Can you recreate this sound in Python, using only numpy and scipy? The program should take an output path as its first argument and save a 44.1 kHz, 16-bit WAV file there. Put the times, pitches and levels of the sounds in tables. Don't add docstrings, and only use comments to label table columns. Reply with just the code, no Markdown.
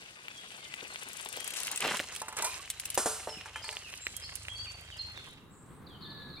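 import sys
import numpy as np
from scipy import signal
from scipy.fft import rfft, irfft
from scipy.io import wavfile
from scipy.ndimage import map_coordinates

SR = 44100
rng = np.random.default_rng(int(sys.argv[2]) if len(sys.argv) > 2 else 0)


def digitize_waveform(pressure):
    field = np.atleast_2d(pressure).T
    bounded = np.clip(field, -1, 1)
    quanta = np.round(bounded * 32767).astype(np.int16)
    wavfile.write(sys.argv[1], SR, quanta)


N = 282240
T = np.arange(N) / SR


def amp(db):
    return 10 ** (np.asarray(db) / 20)


def unit(x):
    return x / np.sqrt(np.mean(x ** 2) + 1e-20)


def read(points, hz):
    f, value = np.transpose(points)
    return np.interp(np.log(hz + 1), np.log(f), value)


def curves(rows):
    s, *columns = np.transpose(rows)
    return [np.interp(T, s, column) for column in columns]


def add(mix, s, sound):
    part = mix[max(round(s * SR), 0):][:len(sound)]
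    part += sound[:len(part)]


def drift(hz, size=N):
    lowpass = 1 + (np.fft.rfftfreq(size, 1 / SR) / hz) ** 4
    return unit(irfft(rfft(rng.standard_normal(size)) / lowpass, size))


def colour(x, points):
    log_gain = np.log(amp(read(points, abs(np.fft.fftfreq(4096, 1 / SR)))))
    taps = np.fft.ifft(np.exp(np.conj(signal.hilbert(log_gain)))).real[:2048]
    return signal.oaconvolve(x, taps / np.linalg.norm(taps))[:len(x)]


def echo(x, t60s):
    hz, t, z = signal.stft(rng.standard_normal((2, SR)), SR, nperseg=256)
    tail = signal.istft(z * amp(-60 * t / read(t60s, hz)[:, None]), SR, nperseg=256)[1]
    tail = np.pad(tail, ((0, 0), (SR // 1500, 0)))
    return signal.fftconvolve(x[None], tail / np.linalg.norm(tail[0]), axes=1)[:, :N]


def place(x, side, lag_s=0.00016, shade_db=2.0, treble_shade_db=6.5, scatter_db=-5, split_hz=4000):
    pair = np.array([map_coordinates(x, [(T + ear * side * lag_s) * SR], order=3) for ear in (-1, 1)])
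    highpass = signal.butter(1, min(split_hz, SR / 4), "high", fs=SR)
    treble = signal.lfilter(*highpass, pair)
    toward = np.array([[-1], [1]]) * side
    scatter = amp(scatter_db) * echo(signal.lfilter(*highpass, x), [(500, 0.055), (10000, 0.028)])
    return amp(toward * shade_db) * (pair - treble) + amp(toward * treble_shade_db) * (treble + scatter)


def crack(t, hz, cycles):
    u = t * hz / cycles
    return np.sin(2 * np.pi * hz * t) * u * np.exp(1 - u)


def air(points, coherence, swell_db):
    hz = np.fft.rfftfreq(N, 1 / SR)
    a, b = rfft(rng.standard_normal((2, N))) * amp(read(points, hz))
    alike = np.clip(read(coherence, hz), -1, 1)
    pair = np.array([a, alike * a + np.sqrt(1 - alike ** 2) * b])
    return unit(irfft(pair, N)) * amp(swell_db * drift(10.6))


# frequency in Hz, relative density in dB per Hz.
FOREST_AIR_SPECTRUM = [(20, -34), (45, 0), (80, -1), (130, 6.5), (250, 2), (500, -4), (1000, -27),
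                       (2000, -13), (3000, 0.5), (5000, -3), (9000, -8), (16000, -23.5)]
LAKE_AIR_SPECTRUM = [(25, -12), (160, 1), (450, -9.5), (640, -18), (1100, -11.5), (1800, -20.5),
                     (2600, -29.5), (4100, -31), (5200, -46), (10700, -36.5), (16000, -39)]
# frequency in Hz, coherence (no unit, clipped to -1..1).
FOREST_COHERENCE = [(250, 1), (650, 1), (1400, -1.2), (3000, -0.39)]
LAKE_COHERENCE = [(60, 0.59), (200, 0.82), (3000, 0.56)]
# time in seconds, forest air in dB, lakeside air in dB.
PLACE_LEVELS = [(0, -57, -110), (4.8, -60, -76), (5.25, -61, -59), (5.5, -77, -54.5), (5.85, -100, -51.5),
                (6.15, -100, -49.5)]


def surroundings():
    forest_db, lake_db = curves(PLACE_LEVELS)
    forest = amp(forest_db) * air(FOREST_AIR_SPECTRUM, FOREST_COHERENCE, swell_db=2.0)
    return forest + amp(lake_db) * air(LAKE_AIR_SPECTRUM, LAKE_COHERENCE, swell_db=1.0)


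# time in seconds, level in dB before the unsteadiness, mean firing rate in Hz.
ENGINE_COURSE = [(0, -82, 25.72), (2.3, -64.5, 24.75), (3.3, -59.5, 24.43), (4.0, -61.5, 24.8),
                 (4.45, -52, 25.83), (5.18, -56.5, 26.43), (5.4, -70, 26.15)]
# multiple of the firing rate, relative level in dB.
ENGINE_HARMONICS = [(2, 0.5), (3, 4.5), (4, 4), (5, -10.5), (6, -7)]


def engine(unsteady_db=3.0, spread_rad=0.0074):
    db, hz = curves(ENGINE_COURSE)
    turns = np.cumsum(hz * (1 + 0.0082 * drift(6.5))) / SR
    throb = sum(amp(level + unsteady_db * drift(25.0)) * np.exp(2j * np.pi * round(k) * turns)
                for k, level in ENGINE_HARMONICS)
    pair = np.array([(throb * np.exp(1j * ear * spread_rad)).real for ear in (-1, 1)])
    return amp(db) * unit(pair)


def song(notes, waver):
    out, wobble = np.zeros(N + SR), waver * drift(263, size=N + SR)
    for s, length_s, start_hz, end_hz, db in notes:
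        u = np.linspace(0, 1, round(length_s * SR))
        slide_hz = end_hz + (start_hz - end_hz) * (1 - u) ** 1.6
        hz = slide_hz * (1 + wobble[round(s * SR):][:len(u)] * end_hz / 4000)
        whistle = np.sqrt(2) * np.sin(2 * np.pi * np.cumsum(hz) / SR)
        add(out, s, amp(db) * signal.windows.tukey(len(u), .5) * whistle)
    return out[:N]


def chorus(start_s, span_s, note_s, level_db, low_hz, high_hz, count):
    pitches_hz = np.geomspace(low_hz, high_hz, count)
    notes = [(start_s + span_s * when, note_s * (.5 + long), hz, hz * (1.07 - 0.16 * fall), level_db)
             for (when, long, fall), hz in zip(rng.random((count, 3)), pitches_hz)]
    return song(notes, waver=0.013)


# start in seconds, length in seconds, start pitch in Hz, end pitch in Hz, level in dB before trims.
WOOD_BIRD_NOTES = [(.04, 0.096, 1900, 1855, -66), (.345, 0.062, 3338, 3270, -47.5),
                   (.515, 0.066, 2620, 2660, -57), (.56, 0.22, 2270, 1975, -58), (.6, 0.1, 3240, 2960, -57),
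                   (.89, 0.05, 4360, 4130, -53), (1.338, 0.064, 3300, 3240, -45),
                   (1.405, 0.088, 3090, 3300, -48.5), (3.28, 0.058, 5390, 5255, -45),
                   (3.32, 0.032, 3040, 2890, -45), (3.365, 0.034, 2900, 2415, -47.5),
                   (3.545, 0.044, 2990, 3255, -45), (3.618, 0.029, 4830, 5130, -42.5),
                   (3.642, 0.022, 4310, 4560, -39.5), (3.825, 0.074, 3080, 2460, -45.5),
                   (4.0, 0.066, 7370, 7710, -45.5), (4.143, 0.038, 3244, 3230, -46),
                   (4.215, 0.04, 4820, 5270, -43.5), (4.235, 0.03, 3970, 4690, -42),
                   (4.485, 0.052, 3190, 3323, -39), (4.548, 0.082, 4556, 4557, -36),
                   (4.643, 0.04, 3270, 2300, -45.5), (4.905, 0.05, 3500, 2720, -46),
                   (4.972, .022, 5330, 4500, -47.5), (4.985, 0.041, 4183, 4248, -36),
                   (5.15, 0.048, 3960, 3410, -46.5), (5.24, 0.059, 3480, 3020, -58),
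                   (5.39, .045, 3070, 2660, -65)]
LAKE_BIRD_NOTES = [(5.49, 0.17, 7600, 7900, -64.5), (5.62, 0.2, 7930, 8570, -69.5),
                   (5.864, 0.018, 4950, 3640, -53.5), (5.88, .11, 3630, 2990, -59),
                   (6.0, 0.4, 1764, 1678, -60), (6.006, 0.02, 4760, 4100, -56),
                   (6.021, 0.015, 4780, 3930, -50), (6.045, 0.026, 3520, 3640, -49.5),
                   (6.098, 0.02, 4680, 4150, -49), (6.113, 0.013, 4530, 3700, -47.5),
                   (6.219, 0.0175, 4150, 3800, -51), (6.298, 0.018, 4680, 4070, -51),
                   (6.357, 0.0072, 4400, 4700, -55.5), (6.36, 0.072, 2210, 2570, -54.5)]
# frequency in Hz, t60 in seconds.
TRUNK_ECHO = [(100, 0.028), (1000, 0.43), (4000, 0.62), (9000, 0.58), (16000, 0.87)]


def birds(forest_db=-1, lake_db=-1, lake_direct_db=0):
    near, lake = song(WOOD_BIRD_NOTES, waver=.008), song(LAKE_BIRD_NOTES, waver=.025)
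    deep = chorus(0, 5.3, note_s=0.069, level_db=-57, low_hz=2300, high_hz=4500, count=56)
    lake = lake + chorus(6.0, 0.37, note_s=0.022, level_db=-56, low_hz=3700, high_hz=4500, count=16)
    wood = echo(near + deep, TRUNK_ECHO) + amp([[-6], [-4]]) * near
    shore = echo(lake, [(1500, 0.46), (4000, 1.3), (8000, 0.55)]) + amp(lake_direct_db) * lake
    return amp(forest_db) * wood + amp(lake_db) * shore


def resonate(x, hz, width_hz):
    turn, r = np.exp(2j * np.pi * np.cumsum(hz) / SR), np.exp(-np.pi * width_hz / SR)
    return (turn * signal.lfilter([(1 - r) ** 2], [1, -2 * r, r * r], x / turn)).real


# time in seconds, level in dB before catching, mean resonance in Hz.
DRAG_COURSE = [(2.415, -90, 930), (2.428, -41, 967), (2.49, -45.5, 1000), (2.52, -50.5, 1010),
               (2.61, -53, 1080), (2.645, -78, 1080)]
# multiple of the resonance, width in Hz, relative level in dB.
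DRAG_RESONANCES = [(1, 70, 0), (2.1, 69, -8), (2.42, 80, -7)]


def drag(flutter=0.013, catch_db=3):
    db, hz = curves(DRAG_COURSE)
    hz, rub = hz * (1 + flutter * drift(37)), rng.standard_normal(N)
    sounding = (T > DRAG_COURSE[0][0]) & (T < DRAG_COURSE[-1][0])
    level = sounding * amp(db + catch_db * drift(70))
    return level * sum(amp(mode_db) * unit(resonate(rub, k * hz, width_hz))
                       for k, width_hz, mode_db in DRAG_RESONANCES)


# time in seconds, blow in dB before trim, blow pitch in Hz,
# ring in dB before trim and rattle, jingle in dB before trim, jingle t60 in seconds.
CHAIN_CLANKS = [(2.217, -36, 1000, -37, -37, 0.032), (2.283, -33.5, 1000, -42, -43.5, 0.075),
                (2.326, -35, 1140, -43, -50, 0.042), (2.368, -33, 1190, -42, -38.5, 0.058),
                (2.387, -47, 610, -42, -36, 0.019), (2.423, -53, 900, -34.5, -33, 0.049),
                (2.444, -40, 1180, -54, -33, 0.22), (2.976, -16.5, 740, -42, -32, 0.52),
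                (3.059, -21.5, 577, -31.5, -34.5, 0.65), (3.273, -28, 622, -36, -57, 0.76),
                (3.458, -38, 1210, -43.5, -54, 0.12), (3.559, -34, 1370, -36.5, -50.5, 0.19),
                (3.643, -52, 1420, -41, -47.5, 0.053), (3.681, -53, 626, -43.5, -46, 0.035),
                (3.727, -49, 1310, -40, -46.5, 0.065)]
# frequency in Hz, relative level in dB, t60 in seconds.
FRAME_MODES = [(214, 12, 0.43), (438, 10.5, 0.36), (595, 9, 0.22), (626, 9.5, 0.2), (754, 1, 0.72),
               (881, 17, 0.16), (1000, 10, 0.27), (1220, 3, 0.5), (1340, 7, 0.21), (1724, 19.5, 0.07),
               (2100, 14, 0.2), (2400, 27.5, 0.044)]
# frequency in Hz, relative density in dB per Hz.
CHAIN_SPECTRUM = [(200, -25), (450, -2.5), (1400, 3), (1900, -9), (3000, -7), (4200, -4.5), (6700, 0.5),
                  (9100, 3.5), (13400, -13), (16000, -25)]
RING_RATTLE_DB, RING_RATTLE_HZ = 1.3, 70


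def drivetrain(knock_cycles=0.53, clatter_db=-13, clatter_t60_s=0.12, reach_octaves=0.59, slap_db=-3, slap_s=0.0072):
    t, out = np.arange(SR // 2) / SR, np.zeros(N)
    for s, blow_db, hz, ring_db, jingle_db, jingle_t60_s in CHAIN_CLANKS:
        weights = np.array([amp(db) * np.exp(-(np.log2(f / hz) / reach_octaves) ** 2 / 2)
                            for f, db, _ in FRAME_MODES])
        weights = weights / np.linalg.norm(weights)
        ring = sum(w * amp(-60 * t / t60_s) * np.sin(2 * np.pi * (f * t + rng.random()))
                   for w, (f, _, t60_s) in zip(weights, FRAME_MODES))
        ring = ring * amp(RING_RATTLE_DB * drift(RING_RATTLE_HZ, size=len(t)) - RING_RATTLE_DB)
        clatter_spectrum = [(hz / 6, -17), (hz / 2, -1), (hz, 0), (hz * 2, -5), (hz * 4.4, -17), (hz * 10, -40)]
        clatter = colour(rng.standard_normal(len(t)) * amp(-60 * t / clatter_t60_s), clatter_spectrum)
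        links = rng.standard_normal(len(t)) * amp(0.22 * drift(210, size=len(t)) - 60 * t / jingle_t60_s)
        links = links * (1 + amp(slap_db) * np.exp(-t / slap_s))
        blow = crack(t, hz, knock_cycles) + amp(clatter_db) * clatter
        add(out, s, amp(blow_db) * blow + amp(ring_db) * ring + amp(jingle_db) * colour(links, CHAIN_SPECTRUM))
    return out


# first tick in seconds, last tick in seconds, number of ticks.
COAST_SPELLS = [(1.032, 1.087, 2), (1.132, 1.444, 9), (1.506, 1.633, 5), (1.670, 1.805, 4),
                (2.798, 2.855, 2), (2.902, 2.945, 2), (4.969, 5.12, 4), (5.243, 5.332, 5)]
# time in seconds, tick in dB before trims,
# body relative to snap in dB, side from about -1 left to 1 right.
HUB_COURSE = [(1.0, -35, -22, -0.76), (1.45, -32, 0, -1.07), (1.72, -23, -0.5, -0.43), (2.2, -32, 4, 0.068),
              (2.7, -23.5, -1.5, -0.058), (2.9, -21.5, -7.5, -0.21), (4.2, -42, -22, 0.98),
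              (5.35, -49.5, -15, 0.62)]
# time in seconds, level in dB before trims.
GEAR_CLICKS = [(1.477, -26), (1.775, -21.5), (1.97, -25), (2.15, -30.5), (2.162, -27.5), (2.7012, -19),
               (2.709, -28), (2.952, -21.5), (4.166, -26.5), (4.355, -25), (4.81, -41.5)]
# frequency in Hz, relative density in dB per Hz.
PAWL_SNAP_SPECTRUM = [(2000, -35), (5000, -8.5), (6500, -5.5), (8500, 0.5), (10200, 4.5), (11500, -3),
                      (13000, -4), (16000, -17)]
PAWL_BODY_SPECTRUM = [(500, -31), (1500, -8), (2800, 2.5), (4000, -5), (6000, -10.5), (9000, -1),
                      (16000, -77)]
TICK_SPREAD_DB, TICK_RISE_S = 0.5, 0.0006


def freewheel(level_db=-5, click_db=-6, snap_s=0.0016, ring_s=0.0097, ring_db=-19,
              strike_db=6, strike_hz=8500, strike_cycles=0.64):
    t, out = np.arange(SR // 10) / SR, np.zeros(N)
    decay = np.exp(-t / snap_s) + amp(ring_db) * np.exp(-t / ring_s)
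    shape = (1 - np.exp(-t / TICK_RISE_S)) * decay
    strike = amp(strike_db) * crack(t, strike_hz, strike_cycles)
    tick_db, body_db, _ = curves(HUB_COURSE)
    ticks = [(s, np.interp(s, T, tick_db) + level_db + TICK_SPREAD_DB * rng.standard_normal())
             for spell in COAST_SPELLS for s in np.linspace(*spell)]
    clicks = [(s, db + click_db) for s, db in GEAR_CLICKS]
    for s, db in ticks + clicks:
        snap, body = rng.standard_normal((2, len(t))) * shape
        body = amp(np.interp(s, T, body_db)) * colour(body, PAWL_BODY_SPECTRUM)
        add(out, s, amp(db) * (strike + colour(snap, PAWL_SNAP_SPECTRUM) + body))
    return out


# time in seconds, level in dB, pitch in Hz.
TYRE_THUMPS = [(0.827, -42, 453), (1.259, -33.5, 880), (1.373, -33.5, 700), (1.822, -33, 556),
               (1.849, -24, 845), (1.868, -26.5, 546), (1.883, -33, 383), (2.0, -29.5, 515),
               (3.37, -42.5, 182)]


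def thumps(cycles=0.53, grind_db=-8, grind_s=0.01):
    t, out = np.arange(SR // 15) / SR, np.zeros(N)
    for s, db, hz in TYRE_THUMPS:
        spectrum = [(hz / 6, -14), (hz / 2, -3), (hz, 0), (hz * 2, -9), (hz * 8, -24)]
        grind = colour(rng.standard_normal(len(t)) * np.exp(-t / grind_s), spectrum)
        add(out, s, amp(db) * (crack(t, hz, cycles) + amp(grind_db) * grind))
    return out


# time in seconds, level in dB before trims, pitch in Hz.
LARGE_STONES = [(0.283, -26.5, 2500), (0.74, -22, 2500), (0.959, -24.5, 2540), (1.261, -26.5, 3066),
                (1.373, -28, 3080), (1.68, -21.5, 2360), (1.823, -17.5, 2660), (1.959, -27, 3100),
                (1.9945, -18.5, 2890), (2.0, -19, 2000), (3.412, -30, 2500), (3.691, -20, 2680),
                (3.769, -20.5, 3030), (3.939, -25.5, 2600), (4.068, -17, 2220), (4.484, -23.5, 2520),
                (5.176, -31.5, 2100)]
PEBBLES_PER_S, PEBBLE_DB, PEBBLE_SPREAD_DB, PEBBLE_HZ, ROLL_S = 2.5, -35.5, 2, 2100, 5.0


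def stones(level_db=-1, cycles=0.54, scatter_db=-17, scatter_s=0.0024):
    t, out = np.arange(SR // 25) / SR, np.zeros(N)
    pebbles = [(s, PEBBLE_DB + PEBBLE_SPREAD_DB * rng.standard_normal(), PEBBLE_HZ * rng.uniform(0.92, 1.14))
               for s in rng.uniform(0, ROLL_S, round(PEBBLES_PER_S * ROLL_S))]
    for s, db, hz in list(LARGE_STONES) + pebbles:
        spectrum = [(hz / 20, -14), (hz / 6, -1), (hz, 0), (hz * 4, -16)]
        rattle = colour(rng.standard_normal(len(t)) * np.exp(-t / scatter_s), spectrum)
        add(out, s, amp(db + level_db) * (crack(t, hz, cycles) + amp(scatter_db) * rattle))
    return out


# time in seconds, crunch of grit in dB before trim, fizz of dry leaves in dB.
ROLLING_LEVELS = [(0, -58, -66), (.9, -52, -57.5), (1.72, -49, -48), (2.06, -57.5, -54), (2.32, -59.5, -81),
                  (2.69, -58.5, -59.5), (2.85, -55.5, -54), (3.5, -54.5, -62.5), (3.87, -58.5, -56),
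                  (4.45, -56, -57.5), (5.28, -57, -67.5), (5.5, -80, -81)]
# time in seconds, hold in seconds, crunch in dB before trim, fizz in dB.
TREAD_BITES = [(1.574, 0.038, -54, -42), (1.828, 0.048, -36.5, -44.5), (1.916, 0.018, -40.5, -41.5),
               (2.134, 0.015, -50, -47), (2.386, 0.0059, -42, -45), (2.482, 0.097, -50.5, -47),
               (3.664, 0.08, -58.5, -53)]
BITE_RISE_S, BITE_RELEASE_S = 0.021, 0.067


def tread():
    power = amp(np.array(curves(ROLLING_LEVELS))) ** 2
    for s, hold_s, crunch_db, fizz_db in TREAD_BITES:
        rise = (np.minimum(T - s, 0) / BITE_RISE_S) ** 2
        release = np.maximum(T - s - hold_s, 0) / BITE_RELEASE_S
        power = power + (amp([[crunch_db], [fizz_db]]) * np.exp(-rise - release)) ** 2
    return 10 * np.log10(power)


def grains(per_s, spread_db, low_hz, high_hz, cycles, clump_db, count=24):
    size_db = spread_db * np.minimum(rng.exponential(1, N), 4) + clump_db * drift(37.0)
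    size = amp(size_db) * rng.choice([-1, 1], N)
    clicks = size * (rng.random(N) < per_s / SR)
    kind, out = rng.integers(0, count, N), np.zeros(N)
    for k, hz in enumerate(np.geomspace(low_hz, min(high_hz, SR / 2), count)):
        r = np.exp(-hz / cycles / SR)
        poles = [1, -2 * r * np.cos(2 * np.pi * hz / SR), r * r]
        ringing = signal.lfilter([1, 0, -1], poles, clicks * (kind == k))
        out += np.sqrt(hz * (1 - r)) * ringing * np.sqrt(1 - r)
    return out


# frequency in Hz, relative density in dB per Hz.
GRIT_SPECTRUM = [(90, -29), (180, -26), (400, 13), (900, 7.5), (1600, 9), (2800, 9.5), (4200, -2),
                 (6500, -14.5), (10000, -19.5), (16000, -29)]
LEAF_SPECTRUM = [(1500, -56), (3500, 9), (5000, 5), (7000, 5.5), (9000, 3.5), (11000, -4), (14000, -13.5),
                 (16000, -53)]
BED_SPECTRUM = [(70, -6), (160, 2.5), (350, 1), (800, 2.5), (1600, -1), (3000, -11), (8000, -50)]


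def tyres(side, crunch_db=1, fizz_db=0, spray_db=-3, shade_db=4, bed_db=-28, bed_growth=1.317):
    crunch, fizz = tread()

    def patch():
        grit = unit(colour(grains(1500, 1.07, 269, 8900, 0.98, 3.82, count=16), GRIT_SPECTRUM))
        leaves = unit(colour(grains(2000, 5.2, 4100, 14000, 0.98, 3.15, count=8), LEAF_SPECTRUM))
        return amp(crunch + crunch_db) * grit + amp(fizz + fizz_db) * leaves

    spray = np.array([patch() * amp(ear * side * shade_db) for ear in (-1, 1)])
    spray = signal.lfilter(*signal.butter(2, 1500, "high", fs=SR), spray)
    bite_db = crunch + 30
    bed = unit(colour(grains(1800, 2.23, 158, 2610, 1.0, 4.4, count=12), BED_SPECTRUM))
    bed = bed * amp(bed_db + bed_growth * bite_db)
    return place(patch() + bed, side) + amp(spray_db) * spray


# time in seconds, side from -1 left to 1 right.
TYRE_PATH = [(0, -0.66), (1.35, -0.69), (1.65, -0.23), (2.1, 0.12), (2.35, 0.29), (2.7, 0.088),
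             (3.6, 0.076), (4.1, 0.29), (5.0, 0.47)]


def scene(hits_db=2, trees_db=-19):
    side, = curves(TYRE_PATH)
    _, _, hub_side = curves(HUB_COURSE)
    ticks = amp(hits_db) * freewheel()
    knocks = amp(hits_db) * (stones() + drivetrain()) + thumps() + drag()
    bike = tyres(side) + place(knocks, side) + place(ticks, hub_side)
    trunks = amp(trees_db) * echo(ticks + knocks, TRUNK_ECHO)
    return bike + trunks + birds() + engine() + surroundings()


EDGE_HZ = 16200


def record(dry):
    lowpass = signal.firwin(255, EDGE_HZ, window=("kaiser", 9), fs=SR)
    return signal.oaconvolve(dry, lowpass[None], "same")


dry = scene()
out = record(dry)
digitize_waveform(out)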